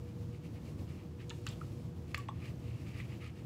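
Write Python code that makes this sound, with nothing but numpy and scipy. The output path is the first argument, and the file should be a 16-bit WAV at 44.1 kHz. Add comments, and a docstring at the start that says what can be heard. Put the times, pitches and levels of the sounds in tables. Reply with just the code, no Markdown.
"""In a quiet room, fingertips rub through thick curly hair while a small plastic oil bottle is dabbed on the scalp.
Ventilation rumbles as shaped noise, narrow resonances and a faint steady hum.
Hair rustles as dense random slips of strands, swelling and fading with each finger stroke.
Plastic and nails tick as clicks with dying scuffs; air pops in the nozzle as short hollow notes.
Ticks and pops leave a short, dull echo."""
import sys
import numpy as np
from scipy import signal
from scipy.fft import rfft, irfft
from scipy.io import wavfile

SR = 44100
rng = np.random.default_rng(int(sys.argv[2]) if len(sys.argv) > 2 else 0)


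def wrap_up_sound(samples):
    """Save the sound to the file named by the first command line argument, as 16-bit audio."""
    columns = np.atleast_2d(samples).T
    # keep every value between -1 and 1, then stretch to whole-number steps
    tamed = np.clip(columns, -1, 1)
    steps = np.round(tamed * 32767).astype(np.int16)
    wavfile.write(sys.argv[1], SR, steps)


def amplitude_ratio(level_db):
    """Convert a level in decibels to the matching linear amplitude (field) ratio."""
    exponent = np.asarray(level_db, float) / 20
    return 10 ** exponent


N = 152145  # length in samples


def rms_one(x):
    """Scale a sound to an rms of 1."""
    return x / np.sqrt(np.mean(x ** 2) + 1e-20)


def coloured(x, spectrum):
    """Filter a noise by a spectrum table, joined up along log pitch; rms 1."""
    hz, db = np.transpose(spectrum)
    bins_hz = np.fft.rfftfreq(N, 1 / SR) + 1  # +1 keeps the log finite
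    gain = amplitude_ratio(np.interp(np.log(bins_hz), np.log(hz), db))
    return rms_one(irfft(rfft(x) * gain, N))


def drift(rate_hz):
    """Random wander of rms 1: noise through two equal one-pole low-passes."""
    r = np.exp(-2 * np.pi * rate_hz / SR)
    wander = signal.lfilter([1], [1, -2 * r, r * r], rng.standard_normal(N + SR))
    return rms_one(wander[SR:])  # the first second only settles the filter


def low_pass(x, hz):
    """Keep what lies below a pitch, without delay."""
    return signal.sosfiltfilt(signal.butter(2, hz, fs=SR, output="sos"), x)


def band_pass(x, edges_hz):
    """Let a sound ring in one band."""
    return signal.sosfilt(signal.butter(2, edges_hz, "band", fs=SR, output="sos"), x)


def add(out, start_s, sound):
    """Mix a short sound in at its start time."""
    i = int(start_s * SR)
    out[i:i + len(sound)] += sound[:N - i]


# Spectrum of the broad room tone: pitch_hz [Hz], relative_level_db [dB per Hz]
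ROOM_TONE_SPECTRUM = [(15, -75), (32, -64), (50, -15), (66, -9), (116, -2), (194, -13), (340, -19),
                      (437, -27), (570, -28.5), (710, -33.5), (1100, -37), (1500, -50), (2500, -46.5),
                      (5200, -48), (7800, -51.5), (8400, -55), (15800, -55.5)]
# Ventilation resonances and hum: pitch_hz [Hz], width_hz [Hz], level_db [dB rms]
VENT_RESONANCES = [(82.95, 2.3, -53), (118.9, 6.8, -51), (147.3, 21, -56), (170.5, 6.2, -57.5),
                   (222, 30, -60.5), (289.9, 20, -63), (326.7, 12.7, -62.5), (356.7, 7.1, -64.5),
                   (477.6, 0.69, -65), (8950, 1.5, -109)]


def ventilation():
    """Broad room tone, a steady motor tone, and noise ringing in narrow resonances."""
    air_db, flicker_db, flicker_hz = -47, 2.34, 5.8
    motor_hz, motor_db = 485.3, -62.5
    air = coloured(rng.standard_normal(N), ROOM_TONE_SPECTRUM)
    out = air * amplitude_ratio(air_db + flicker_db * drift(flicker_hz))
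    out += amplitude_ratio(motor_db) * np.sin(2 * np.pi * motor_hz * np.arange(N) / SR)
    white = rng.standard_normal((len(VENT_RESONANCES), N + SR))
    for (pitch_hz, width_hz, level_db), noise in zip(VENT_RESONANCES, white):
        r = np.exp(-np.pi * width_hz / SR)
        resonator = [1, -2 * r * np.cos(2 * np.pi * pitch_hz / SR), r * r]
        ringing = signal.lfilter([1, 0, -1], resonator, noise)[SR:]
        out += amplitude_ratio(level_db) * rms_one(ringing)
    return out


STRAND_HZ = np.geomspace(500, 16000, 11)  # band edges; each slip rings in one of these bands


def strand_slips():
    """Random clicks of uneven size and either sign, each ringing in one randomly dealt band."""
    slips_per_s, spread_db = 26000, 2.7
    sizes_db = spread_db * np.minimum(rng.exponential(1, N), 5)
    sizes = amplitude_ratio(sizes_db) * rng.choice([-1, 1], N)
    sizes = sizes * (rng.random(N) < slips_per_s / SR)
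    bands = len(STRAND_HZ) - 1
    dealt = rng.integers(0, bands, N)
    rings = np.zeros(N)
    for k in range(bands):
        rings += band_pass(sizes * (dealt == k) + 1e-18, STRAND_HZ[k:k + 2])
    return rings


# Spectrum of the strand rustle: pitch_hz [Hz], relative_level_db [dB per Hz]
HAIR_SPECTRUM = [(600, -40), (950, -26), (1230, 2), (1450, -14), (1800, -2), (2300, 1.5), (2750, 1),
                 (3400, -8), (4100, -7.5), (4700, -7.5), (5800, -12.5), (7700, -12.5), (8600, -15.5),
                 (15500, -24)]
# Finger strokes through the hair: peak_s [s], swell_s [s], fade_s [s],
# level_db [dB], brightness_db [dB, treble above the tilt pitch relative to the stroke level]
FINGER_STROKES = [(.08, 0.023, 0.035, -67, -1), (.35, 0.028, 0.025, -64.5, -2),
                  (.455, 0.02, 0.016, -62.5, -1), (.565, 0.019, 0.021, -63, -7),
                  (.68, 0.03, 0.026, -65.5, 3), (.79, 0.0091, 0.015, -65, 0), (.91, 0.03, 0.019, -62, -2.5),
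                  (1.0, 0.053, 0.04, -64.5, -9), (1.215, 0.017, 0.019, -55, -9.5),
                  (1.36, 0.059, 0.075, -77, 15), (1.51, 0.042, 0.029, -63, 5),
                  (1.62, 0.038, 0.073, -72.5, 9.5), (1.78, 0.077, 0.073, -73.5, 6.5),
                  (2.11, 0.029, 0.022, -65, 2.5), (2.2, 0.021, 0.038, -59, -5),
                  (2.4, 0.054, 0.041, -63, -12), (2.465, 0.036, 0.031, -54, -5.5),
                  (2.7, 0.072, 0.074, -62, -5), (2.81, 0.019, 0.055, -63.5, -5),
                  (2.885, 0.021, 0.029, -56.5, -6.5), (2.96, 0.024, 0.057, -57, -7),
                  (3.005, 0.031, 0.015, -54.5, -6), (3.05, 0.018, 0.011, -59.5, -7),
                  (3.109, 0.018, 0.046, -58, -9), (3.225, 0.014, 0.033, -53.5, -8),
                  (3.27, 0.017, 0.028, -57.5, -7), (3.38, 0.026, 0.03, -63, -3), (3.445, .02, .03, -88, -2)]


def hair():
    """Strands slip in clumps and catches; bell-shaped strokes drive body and treble separately."""
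    clump_db, clump_hz = 0.5, 31.0
    catch_db, catch_hz = 1.0, 190.0
    tilt_hz = 3700
    light_hz, light_db = 1980, -65.5  # softer strokes lose their body below this pitch
    t = np.arange(N) / SR
    unevenness = amplitude_ratio(clump_db * drift(clump_hz) + catch_db * drift(catch_hz))
    slips = coloured(strand_slips(), HAIR_SPECTRUM) * unevenness
    below_tilt = low_pass(slips, tilt_hz)
    deep = low_pass(slips, light_hz)
    body, bright = np.zeros((2, N))
    for peak_s, swell_s, fade_s, level_db, brightness_db in FINGER_STROKES:
        side_s = np.where(t < peak_s, swell_s, fade_s)
        stroke = amplitude_ratio(level_db) * np.exp(-.5 * ((t - peak_s) / side_s) ** 2)
        body = np.hypot(body, stroke)
        bright = np.hypot(bright, stroke * amplitude_ratio(brightness_db))
    weight = body / np.hypot(body, amplitude_ratio(light_db))  # near 1 for firm strokes, 0 for light ones
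    return (below_tilt - deep * (1 - weight)) * body + (slips - below_tilt) * bright


# Plastic and nail ticks, a row for each band that rings: start_s [s], peak_db [dB],
# centre_hz [Hz], width_octaves [octaves, at least 0.1 is played], scuff_t60_s [s]
TICK_BANDS = [(1.2957, -43, 6770, 0.22, 0.022), (1.2961, -38, 3700, 1.2, 0.0061),
              (1.3024, -34.5, 3150, 0.79, 0.0078), (1.3045, -45, 3630, 0.13, 0.021),
              (1.305, -51, 6800, 0.29, .012), (1.307, -37.5, 2660, 0.41, .01),
              (1.309, -49.5, 1780, 0.23, 0.059), (1.307, -48.5, 1320, .2, .03),
              (1.308, -51, 930, 0.11, 0.034), (1.4664, -34.5, 6800, 0.43, 0.0079),
              (1.4683, -36.5, 4100, .6, 0.016), (1.466, -38, 1300, .7, 0.019),
              (1.468, -44.5, 12000, 1.1, 0.017), (1.467, -36.5, 2800, .2, 0.015),
              (1.4687, -39.5, 1650, 0.41, .025), (1.4749, -38, 3700, .5, 0.024),
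              (1.481, -41, 2920, 0.37, .015), (1.488, -38.5, 5500, .9, .008), (1.487, -56, 12600, .8, .01),
              (1.49, -43, 7600, 0.12, 0.0051), (1.4925, -46, 4900, 0.17, 0.015),
              (1.4982, -44.5, 3340, 0.34, .012), (1.505, -51, 3400, .3, 0.065),
              (1.526, -52, 3180, .3, 0.073), (1.612, -45, 1490, 1.2, 0.0094),
              (2.1441, -40, 4400, 1.1, 0.0085), (2.145, -46, 11500, 1.5, 0.012),
              (2.145, -33.5, 810, 2.1, 0.019), (2.1459, -24, 2040, 0.45, 0.0084),
              (2.1458, -35.5, 4600, 0.25, 0.014), (2.1465, -46, 7200, .15, 0.021),
              (2.146, -37, 2700, 0.1, 0.011), (2.147, -39.5, 3370, 0.13, 0.0098),
              (2.154, -41, 4800, 1.2, 0.012), (2.154, -55, 2400, .5, 0.011),
              (2.1759, -38, 3800, 1.05, .008), (2.179, -52, 2400, 0.72, 0.049),
              (2.179, -42, 7360, 0.28, .007), (2.179, -46, 11900, 0.78, .02),
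              (2.188, -49, 6200, 0.46, .008), (2.286, -37.5, 2270, 1.03, 0.006),
              (2.2872, -42.5, 646, 0.87, 0.017), (2.883, -50, 2130, 0.29, 0.012),
              (3, -38.5, 2080, 0.56, 0.044)]


def ticks():
    """Each tick is a click with a rough dying scuff, both ringing in one band."""
    scuff_db, rise_db_per_octave, rise_hz = -17.0, 5.0, 3000  # scuffs grow above rise_hz
    out, t = np.zeros(N), np.arange(SR // 10) / SR
    scuffs = rng.standard_normal((len(TICK_BANDS), len(t)))
    for (start_s, peak_db, centre_hz, octaves, t60_s), scuff in zip(TICK_BANDS, scuffs):
        half_octaves = np.array([-.5, .5]) * max(octaves, .1)
        edges_hz = np.clip(centre_hz * 2.0 ** half_octaves, 50, 18000)
        rise_db = rise_db_per_octave * max(np.log2(centre_hz / rise_hz), 0)
        dying_scuff = scuff * amplitude_ratio(scuff_db + rise_db - 60 * t / t60_s)
        tick = band_pass((t == 0) + dying_scuff, edges_hz)
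        add(out, start_s, amplitude_ratio(peak_db) * tick / np.abs(tick).max())
    return out


# Air popping in the nozzle: start_s [s], level_db [dB], pitch_hz [Hz], swell_s [s],
# t60_s [s, after the swell], overtones_db [dB, added to the partials above twice the pitch]
NOZZLE_POPS = [(1.612, -45, 1298, 0.0041, 0.0098, -25), (2.144, -43.5, 1217, 0.002, 0.02, -20),
               (2.178, -46, 1143, 0.0018, 0.046, -13), (2.2865, -40, 883, 0.0016, 0.013, -25),
               (2.2872, -40.5, 1090, 0.0019, 0.026, 4.5), (2.311, -51, 1080, 0.0027, 0.0086, -15)]
# Partials of the nozzle: multiple [times pitch], level_db [dB], glide [fraction of pitch per s]
NOZZLE_PARTIALS = [(1, 2.5, -0.5), (2.95, -16.5, 9), (5.5, -30, 2), (7.2, -29, 0)]


def pops():
    """Hollow tube notes with gliding overtones; they swell, flutter and die ever faster."""
    flutter_db, flutter_hz = 2.6, 150.0
    out, t = np.zeros(N), np.arange(SR // 5) / SR
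    for start_s, level_db, pitch_hz, swell_s, t60_s, overtones_db in NOZZLE_POPS:
        note = np.zeros(len(t))
        for multiple, partial_db, glide in NOZZLE_PARTIALS:
            cycles = pitch_hz * multiple * (t + .5 * glide * t ** 2)
            note += amplitude_ratio(partial_db + overtones_db * (multiple > 2)) * np.sin(2 * np.pi * cycles)
        dying = amplitude_ratio(level_db - 60 * (np.maximum(t - swell_s, 0) / t60_s) ** 2)
        swelling = np.minimum(t / swell_s, 1)
        add(out, start_s, note * dying * swelling)
    return out * amplitude_ratio(flutter_db * drift(flutter_hz))


def room(x):
    """Diffuse echo: low-passed noise dying away after a gap of 4 ms."""
    t60_s, wall_cut_hz = 0.26, 8700
    t = np.arange(SR // 2) / SR
    pole = np.exp(-2 * np.pi * wall_cut_hz / SR)
    dull_noise = signal.lfilter([1], [1, -pole], rng.standard_normal(len(t)))
    tail = dull_noise * amplitude_ratio(-60 * t / t60_s) * (t > .004)
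    return signal.fftconvolve(x, tail / np.sqrt(np.sum(tail ** 2)))[:N]


def scene():
    """Ventilation, hair and bottle together; only ticks and pops feed the echo."""
    tick_send_db, pop_send_db = -12, -16
    air, rustle = ventilation(), hair()
    hard, hollow = ticks(), pops()
    echo = room(amplitude_ratio(tick_send_db) * hard + amplitude_ratio(pop_send_db) * hollow)
    return (air + rustle + hard + hollow + echo)[None]


def roll_off(x):
    """The treble ends steeply here."""
    return signal.sosfilt(signal.butter(12, 16460, fs=SR, output="sos"), x)


def record(dry):
    """A small microphone: a gentle bottom cut and a steep top cut."""
    low_cut_hz, top_cut_hz = 32, 16200  # the top is 50 dB down from top_cut_hz up
    bottom_cut = signal.butter(2, low_cut_hz, "high", fs=SR, output="sos")
    top_cut = signal.cheby2(14, 50, top_cut_hz, fs=SR, output="sos")
    mix = signal.sosfilt(top_cut, signal.sosfilt(bottom_cut, dry))
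    return roll_off(mix)


dry = scene()
out = record(dry)
wrap_up_sound(out)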